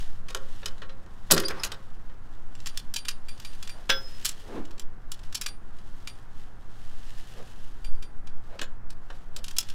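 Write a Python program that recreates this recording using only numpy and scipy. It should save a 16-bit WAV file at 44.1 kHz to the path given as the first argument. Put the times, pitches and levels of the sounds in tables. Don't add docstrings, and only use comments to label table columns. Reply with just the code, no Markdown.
import sys
import numpy as np
from scipy import signal
from scipy.fft import rfft, irfft
from scipy.io import wavfile
from scipy.ndimage import uniform_filter1d

SR = 44100
rng = np.random.default_rng(int(sys.argv[2]) if len(sys.argv) > 2 else 0)


def transcribe(u):
    v = np.clip(np.atleast_2d(u).T, -1, 1)
    q = np.round(v * 32767).astype(np.int16)
    wavfile.write(sys.argv[1], SR, q)


N = 429534

# frequency in Hz, relative level in dB.
TRAFFIC_SPECTRUM = [(24, -36), (40, 1), (108, -1), (143, -7.5), (214, -8.5), (242, -12), (298, -12.5),
                    (478, -17.5), (521, -18), (600, -20), (702, -16.5), (1540, -19), (2180, -29.5),
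                    (2380, -35), (2600, -31.5), (3380, -60), (5720, -120)]
AIR_SPECTRUM = [(1, -5.5), (4, -3.5), (8, -5), (14, -19), (22, -23.5), (34, -36), (50, -51.5), (120, -86),
                (1000, -140)]
WEBBING_SPECTRUM = [(1060, -26), (1800, 2.5), (2200, -7.5), (2940, 1), (4040, -3.5), (7100, -8),
                    (13400, -17.5), (15800, -25)]
THUD_SPECTRUM = [(40, -25.5), (110, -10), (330, -8.5), (520, 2.5), (760, -7.5), (1200, -4), (1700, -2.5),
                 (2500, -26.5), (6000, -62)]
STEEL_SPECTRUM = [(530, -37.5), (900, -11), (1560, -2.5), (2130, -7.5), (2580, -5), (3250, 1), (3620, -2),
                  (4330, -0.5), (6060, -2), (7510, -3), (8570, -7), (9900, -8.5), (12900, -13),
                  (15100, -16.5), (15800, -21.5)]
# frequency in Hz, time to fall 60 dB (t60) in seconds.
YARD_DECAY = [(150, 0.76), (600, .5), (2000, 0.25), (6000, 0.15), (15000, 0.081)]
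# frequency in Hz, relative level in dB, t60 in seconds.
FRAME_MODES = [(88, -6, .6), (167, 2, .36), (205, -10, .5), (240, -3, .2), (318, 1, .35), (346, 0, .3),
               (382, -3, .5), (400, -3, .4), (437, -3, .35), (511, -5, .36), (537, -7, .4), (646, -18, .4),
               (993, -11, .22), (1105, -8, .26), (1236, -7, .24), (1371, -10, .25), (1470, -12, .3),
               (1557, -10, .25), (1852, -9, .22)]
HOOK_MODES = [(536, -10, .26), (877, -11, .1), (950, -9, .1), (1372, -7, .26), (1557, 2, .15),
              (1663, -1, .15), (2860, -12, .13), (3192, -10, .15), (3402, -3, .16), (3831, -12, .15),
              (5119, -7.5, .65), (5130, -7.5, .65), (5346, -22, .5), (5922, -6, .26), (11050, -36, .5),
              (14950, -21, .4)]
HANDLE_MODES = [(2400, -5, .17), (2740, -4, .11), (3270, -11, .1), (3520, -14, .14), (4690, 2, .16),
                (7510, -7, .11), (9312, -5, .24), (12940, -13, .08), (13215, -12, .1)]
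PLATE_MODES = [(1323, 8.5, 0.045), (1675, 12.5, 0.044), (2745, 22.5, 0.03), (2920, 21, 0.028),
               (5230, 24, 0.029), (5730, 23, 0.029), (7430, 21.5, 0.037)]
# peak time in seconds, level in dB, half length in seconds.
GUSTS = [(0.05, -30, 0.23), (7.92, -20, 0.089)]
# time in seconds, pitch in Hz, level in dB.
ENGINE_COURSE = [(0, 89.54, -52), (1.3, 96.7, -57), (2.102, 106.8, -57.5), (2.7, 115.9, -61.5),
                 (3.6, 118, -64.5)]
# peak time in seconds, relative level in dB, half length in seconds.
PULLS = [(0, -49.5, 0.081), (.55, -56.5, 0.18), (1.27, -66.5, .08), (1.65, -63.5, 0.5),
         (2.34, -70.5, 0.047), (2.72, -58, 0.13), (3.52, -57, 0.23), (4.25, -52.5, 0.26), (5.25, -61, .12),
         (5.98, -61.5, 0.25), (6.4, -62, 0.043), (6.83, -66, 0.064), (7.3, -54.5, 0.39), (8.52, -68, 0.16),
         (9.14, -63, 0.084), (9.7, -58, 0.2)]
# peak time in seconds, level in dB, half length in seconds, centre
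# frequency in Hz.
RUBS_AND_DROP = [(1.506, -37, 0.011, 1600), (1.6, -44, .09, 1150), (3.787, -53.5, .04, 700),
                 (4.522, -42, .041, 430), (4.574, -35, .038, 304), (4.705, -53, 0.1, 340),
                 (7.403, -47, 0.037, 506), (8.545, -47.5, 0.031, 585), (8.617, -37.5, 0.008, 330),
                 (9.387, -52.5, .021, 540)]
# peak time in seconds, pitch in Hz, level in dB, width in seconds.
SQUEAKS = [(1.459, 4760, -26.5, 0.0096), (1.601, 5160, -39.5, 0.0052), (4.247, 7622, -49, 0.0092),
           (4.292, 7720, -29, 0.0031), (8.633, 7030, -44, 0.0049)]
# start in seconds, length in seconds, level in dB.
JIGGLES = [(2.549, .09, -48.5), (3.383, .09, -53), (4.653, .14, -50.5), (5.18, .09, -52), (9.51, .23, -43)]
# start in seconds, level in dB, relative ring of the handle in dB.
CLINKS = [(2.658, -36.5, -51), (2.664, -39, -54), (2.67, -33, -58), (2.773, -29.5, -60), (2.939, -31, -66),
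          (2.961, -27, -38), (3.05, -40, -47.5), (3.083, -27, -43.5), (3.285, -47, -44.5),
          (3.398, -43, -68), (3.448, -40, -45.5), (3.531, -52, -60), (3.626, -38, -50.5), (3.673, -41, -54),
          (3.694, -43, -44), (4.247, -28.5, -64), (4.253, -23, -68), (4.261, -26, -61), (4.291, -30.5, -69),
          (4.795, -38.5, -73), (5.117, -33.5, -77), (5.325, -42.5, -63), (5.346, -31.5, -64),
          (5.352, -27.5, -58), (5.412, -31, -70), (5.418, -34, -53), (5.461, -30, -38.5), (5.785, -56, -67),
          (6.073, -35.5, -46), (7.845, -47, -48.5), (7.95, -66, -63), (8.024, -47, -53), (8.271, -49, -68),
          (8.902, -44.5, -67), (9.363, -35.5, -66), (9.441, -37, -65), (9.48, -38, -53), (9.566, -37, -68),
          (9.584, -18.5, -65), (9.698, -40.5, -64)]
# start in seconds, level in dB,
# brightness in dB per octave, relative thud level in dB, ring of the frame in dB.
KNOCKS = [(0.284, -41.5, -5, -51, -53), (0.302, -43, -2, -46, -45), (0.347, -29, 0, -30, -40),
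          (0.628, -46, -15, -43, -53), (0.658, -28.5, 0, -37, -43), (0.779, -55, -6, -55, -67),
          (0.818, -43, -12.5, -38.5, -43), (0.893, -49, -11.5, -51, -48.5), (1.061, -61, -6, -66, -54),
          (1.303, -30.5, -8, -25, -49), (1.31, -12.5, 2.5, -15.5, -42.5), (1.316, -12.5, 9, -18, -27),
          (1.364, -31.5, -2, -21.5, -47), (1.377, -21.5, -2.5, -28.5, -39.5), (1.399, -29.5, 4, -36, -38.5),
          (1.434, -37.5, -11.5, -35, -55.5), (1.482, -30.5, 1, -51, -62.5), (1.504, -40.5, -37, -27, -41),
          (1.634, -25, -1.5, -39, -49), (1.647, -29.5, 2, -32, -47.5), (1.718, -34, -2.5, -34.5, -44),
          (2.095, -60, -16, -55, -55.5), (3.892, -29, -7, -31, -57), (3.897, -19, -10, -31, -39.5),
          (8.59, -35, -10.5, -48, -59.5), (8.614, -31.5, -6.5, -30, -62), (9.1, -47, -8.5, -36.5, -68.5)]

CLINK_DB, CLINK_RING_DB, CLINK_T60_S = -34, -55.5, 0.03


def amp(db):
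    return 10 ** (np.asarray(db) / 20)


def unit_rms(x):
    return x / np.sqrt(np.mean(x ** 2) + 1e-20)


def curve_at(points, hz):
    point_hz, value = np.transpose(points)
    return np.interp(np.log(hz + 1), np.log(point_hz + 1), value)


def add(mix, start_s, sound):
    part = mix[max(round(start_s * SR), 0):][:len(sound)]
    part += sound[:len(part)]


def noise(spectrum, size=N):
    hz = np.fft.rfftfreq(size, 1 / SR)
    return unit_rms(irfft(rfft(rng.standard_normal(size)) * amp(curve_at(spectrum, hz)), size))


def swells(rows):
    t = np.arange(N) / SR
    return sum(amp(db) / np.cosh(np.clip((t - s) / half * 1.3, -50, 50)) for s, db, half in rows)


def ring(modes, spread_db, size=28000, scatter=0):
    t = np.arange(size) / SR
    hz, db, t60 = np.transpose(modes)[:, :, None]
    cycles = hz * t + scatter * rng.random(hz.shape)
    strength = amp(db + spread_db * rng.standard_normal(hz.shape))
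    return (strength * amp(-60 * t / t60) * np.sin(2 * np.pi * cycles)).sum(0)


def traffic_and_breeze(traffic_db=-51, breeze_db=-27):
    breeze = amp(breeze_db) + swells(GUSTS)
    eddies = noise([(8, -22.5), (25, 10), (40, -3.5), (60, -15.5), (150, -46.5), (1000, -100)])
    air = breeze * noise(AIR_SPECTRUM) + breeze ** 2 * eddies
    return amp(traffic_db) * noise(TRAFFIC_SPECTRUM) + air


def far_engine(octave_db=-5, waver=0.017):
    s, hz, db = np.transpose(ENGINE_COURSE)
    t = np.arange(N) / SR
    pitch = np.interp(t, s, hz) * (1 + waver * noise([(1, -1.5), (15, -3), (60, -62.5)]))
    phase = 2 * np.pi * np.cumsum(pitch) / SR
    return amp(np.interp(t, s, db)) * (np.sin(phase) + amp(octave_db) * np.sin(2 * phase))


def yard_echoes(x, early_db=-13, tail_db=-15, early_s=.03, count=12):
    early = np.zeros(SR)
    reflections = rng.choice([-1., 1.], count) * rng.uniform(0.83, 1, count)
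    early[(rng.uniform(.1, 1, count) * early_s * SR).astype(int)] = reflections
    hz, t, bands = signal.stft(rng.standard_normal(SR), SR, nperseg=256)
    envelope = amp(-60 * t / curve_at(YARD_DECAY, hz)[:, None]) * (1 - np.exp(-t / 0.0027))
    tail = signal.istft(bands * envelope, SR, nperseg=256)[1][:SR]
    response = amp(early_db) * early / np.linalg.norm(early) + amp(tail_db) * tail / np.linalg.norm(tail)
    return signal.fftconvolve(x, response)[:N]


def strap_and_drop(slide_db=-1, grain_db=2, grain_hz=120):
    grains_db = grain_db * noise([(1, 0), (grain_hz, -6), (4 * grain_hz, -40)])
    strokes_db = noise([(2, -9.5), (8, -0.5), (20, -10), (80, -80)])
    hiss = unit_rms(noise(WEBBING_SPECTRUM) * amp(grains_db + strokes_db))
    out = amp(slide_db) * swells(PULLS) * hiss
    t = np.arange(-16384, 16384) / SR
    for s, db, half, hz in RUBS_AND_DROP:
        band = noise([(hz / 5, -30), (hz * .5, -13), (hz * .83, -1), (hz, 0), (hz * 1.8, -11),
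                      (hz * 4, -19), (hz * 20, -46), (SR, -70)], len(t))
        add(out, s + t[0], amp(db) * band / np.cosh(t / half * 1.3))
    return out


def squeaks(jitter=0.025, octave_db=-15):
    out, t = np.zeros(N), np.arange(-2048, 2048) / SR
    for s, hz, db, width in SQUEAKS:
        wobble = unit_rms(uniform_filter1d(rng.standard_normal(len(t)), 30))
        phase = 2 * np.pi * np.cumsum(hz * (1 + jitter * wobble)) / SR
        whistle = np.sqrt(2) * (np.sin(phase) + amp(octave_db) * np.sin(2 * phase))
        add(out, s + t[0], amp(db) * whistle / np.cosh(2 * t / width))
    return out


def steel_modes(count=36):
    hz = 2300 * 6 ** ((np.arange(count) + rng.random(count)) / count)
    t60 = rng.uniform(.025, .05, count) * (4000 / hz) ** .5
    return np.transpose([hz, curve_at(STEEL_SPECTRUM, hz) + 5 * np.log10(hz), t60])


def steel_contact(modes, db, tilt_db, t60, rise_s=0.002, chatter=0.64, rebounds_per_s=450, size=8192):
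    hz, t = np.fft.rfftfreq(size, 1 / SR), np.arange(size) / SR
    tilt = lambda f: tilt_db * np.log2(np.clip(f, 2200, 15000) / 5000)
    rebounds = (rng.random(size) < rebounds_per_s / SR) * rng.exponential(1, size)
    kicks = signal.lfilter([1], [1, -np.exp(-1 / (.0008 * SR))], rebounds)
    crack = noise(np.transpose([hz, curve_at(STEEL_SPECTRUM, hz) + tilt(hz)]), size)
    crack *= amp(-60 * t / t60) * (1 - chatter + kicks * chatter)
    mode_hz, mode_db, mode_t60 = modes.T
    grip = np.sqrt(t60 / 0.022)
    held_modes = np.transpose([mode_hz, mode_db + tilt(mode_hz), mode_t60 * grip])
    tones = ring(held_modes, spread_db=5, size=size, scatter=0.85)
    attack = round(.006 * SR)
    blow = crack / np.std(crack[:attack]) + amp(-3) * tones / np.std(tones[:attack])
    blow *= 1 - np.exp(-t / rise_s)
    return amp(db) * blow / np.std(blow[:attack])


def clink_tilt(db, slack_db=0):
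    return min(-0.47 + 0.13 * (db - CLINK_DB) - 0.18 * slack_db, 4.5)


def ratchet(handle_db=1, handle_tilt_share=0.16, tick_gap_s=.06, tick_jitter_s=0.013, tick_t60=0.026):
    out, overtones = np.zeros(N), np.vstack([steel_modes(), PLATE_MODES])
    for s, db, ring_db in CLINKS:
        slack_db = (ring_db - CLINK_RING_DB) - (db - CLINK_DB)
        tilt_db = clink_tilt(db, slack_db)
        t60 = CLINK_T60_S * 2 ** (slack_db / 41)
        handle = [(hz, mode_db + handle_tilt_share * tilt_db * np.log2(hz / 5000), decay)
                  for hz, mode_db, decay in HANDLE_MODES]
        add(out, s, steel_contact(overtones, db, tilt_db, t60))
        add(out, s, amp(ring_db + handle_db) * ring(handle, spread_db=-0.5, size=14000))
    for start, length, db in JIGGLES:
        for s in np.arange(start, start + length, tick_gap_s):
            tick_db = db + 0.5 * rng.standard_normal()
            tick_s = s + tick_jitter_s * rng.uniform(-1, 1)
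            add(out, tick_s, steel_contact(overtones, tick_db, clink_tilt(tick_db), tick_t60))
    return out


def hook_knocks(thud_db=-2, thud_t60=.085, thud_rise_s=0.0015, panel_rise_s=0.0026):
    out, overtones, t = np.zeros(N), steel_modes(), np.arange(28000) / SR
    for s, db, tilt_db, low_db, ring_db in KNOCKS:
        t60 = min(0.023 * 2 ** (-min(tilt_db, 0) / 7.5), 0.13)
        lowest_hz = np.interp(ring_db, [-42, -36, -32], [540, 300, 80])
        modes = [(hz, mode_db - 10 * np.log10(1 + (lowest_hz / hz) ** 10), decay)
                 for hz, mode_db, decay in FRAME_MODES]
        thud = noise(THUD_SPECTRUM, len(t)) * (1 - np.exp(-t / thud_rise_s)) * amp(-60 * t / thud_t60)
        panels = ring(modes, spread_db=0, size=len(t), scatter=1)
        panels *= 1 - np.exp(-t / panel_rise_s)
        add(out, s, steel_contact(overtones, db, tilt_db, t60))
        add(out, s, amp(low_db + thud_db) * thud + amp(ring_db) * panels)
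    return out


def free_hook(start_s=3.897, level_db=-23):
    out = np.zeros(N)
    add(out, start_s, amp(level_db) * ring(HOOK_MODES, spread_db=1.5))
    return out


def scene():
    metal = ratchet() + hook_knocks() + free_hook() + squeaks()
    return (metal + yard_echoes(metal) + strap_and_drop() + traffic_and_breeze() + far_engine())[None]


def record(dry):
    hiss = amp(-73) * noise([(500, 0), (3000, 0), (8000, -8), (16000, -14)])
    rounded = .95 * np.tanh((dry + hiss) / .95)
    lowpass = signal.firwin(301, 15900, window=("kaiser", 8), fs=SR)
    return signal.oaconvolve(rounded, lowpass[None], "same")


dry = scene()
out = record(dry)
transcribe(out)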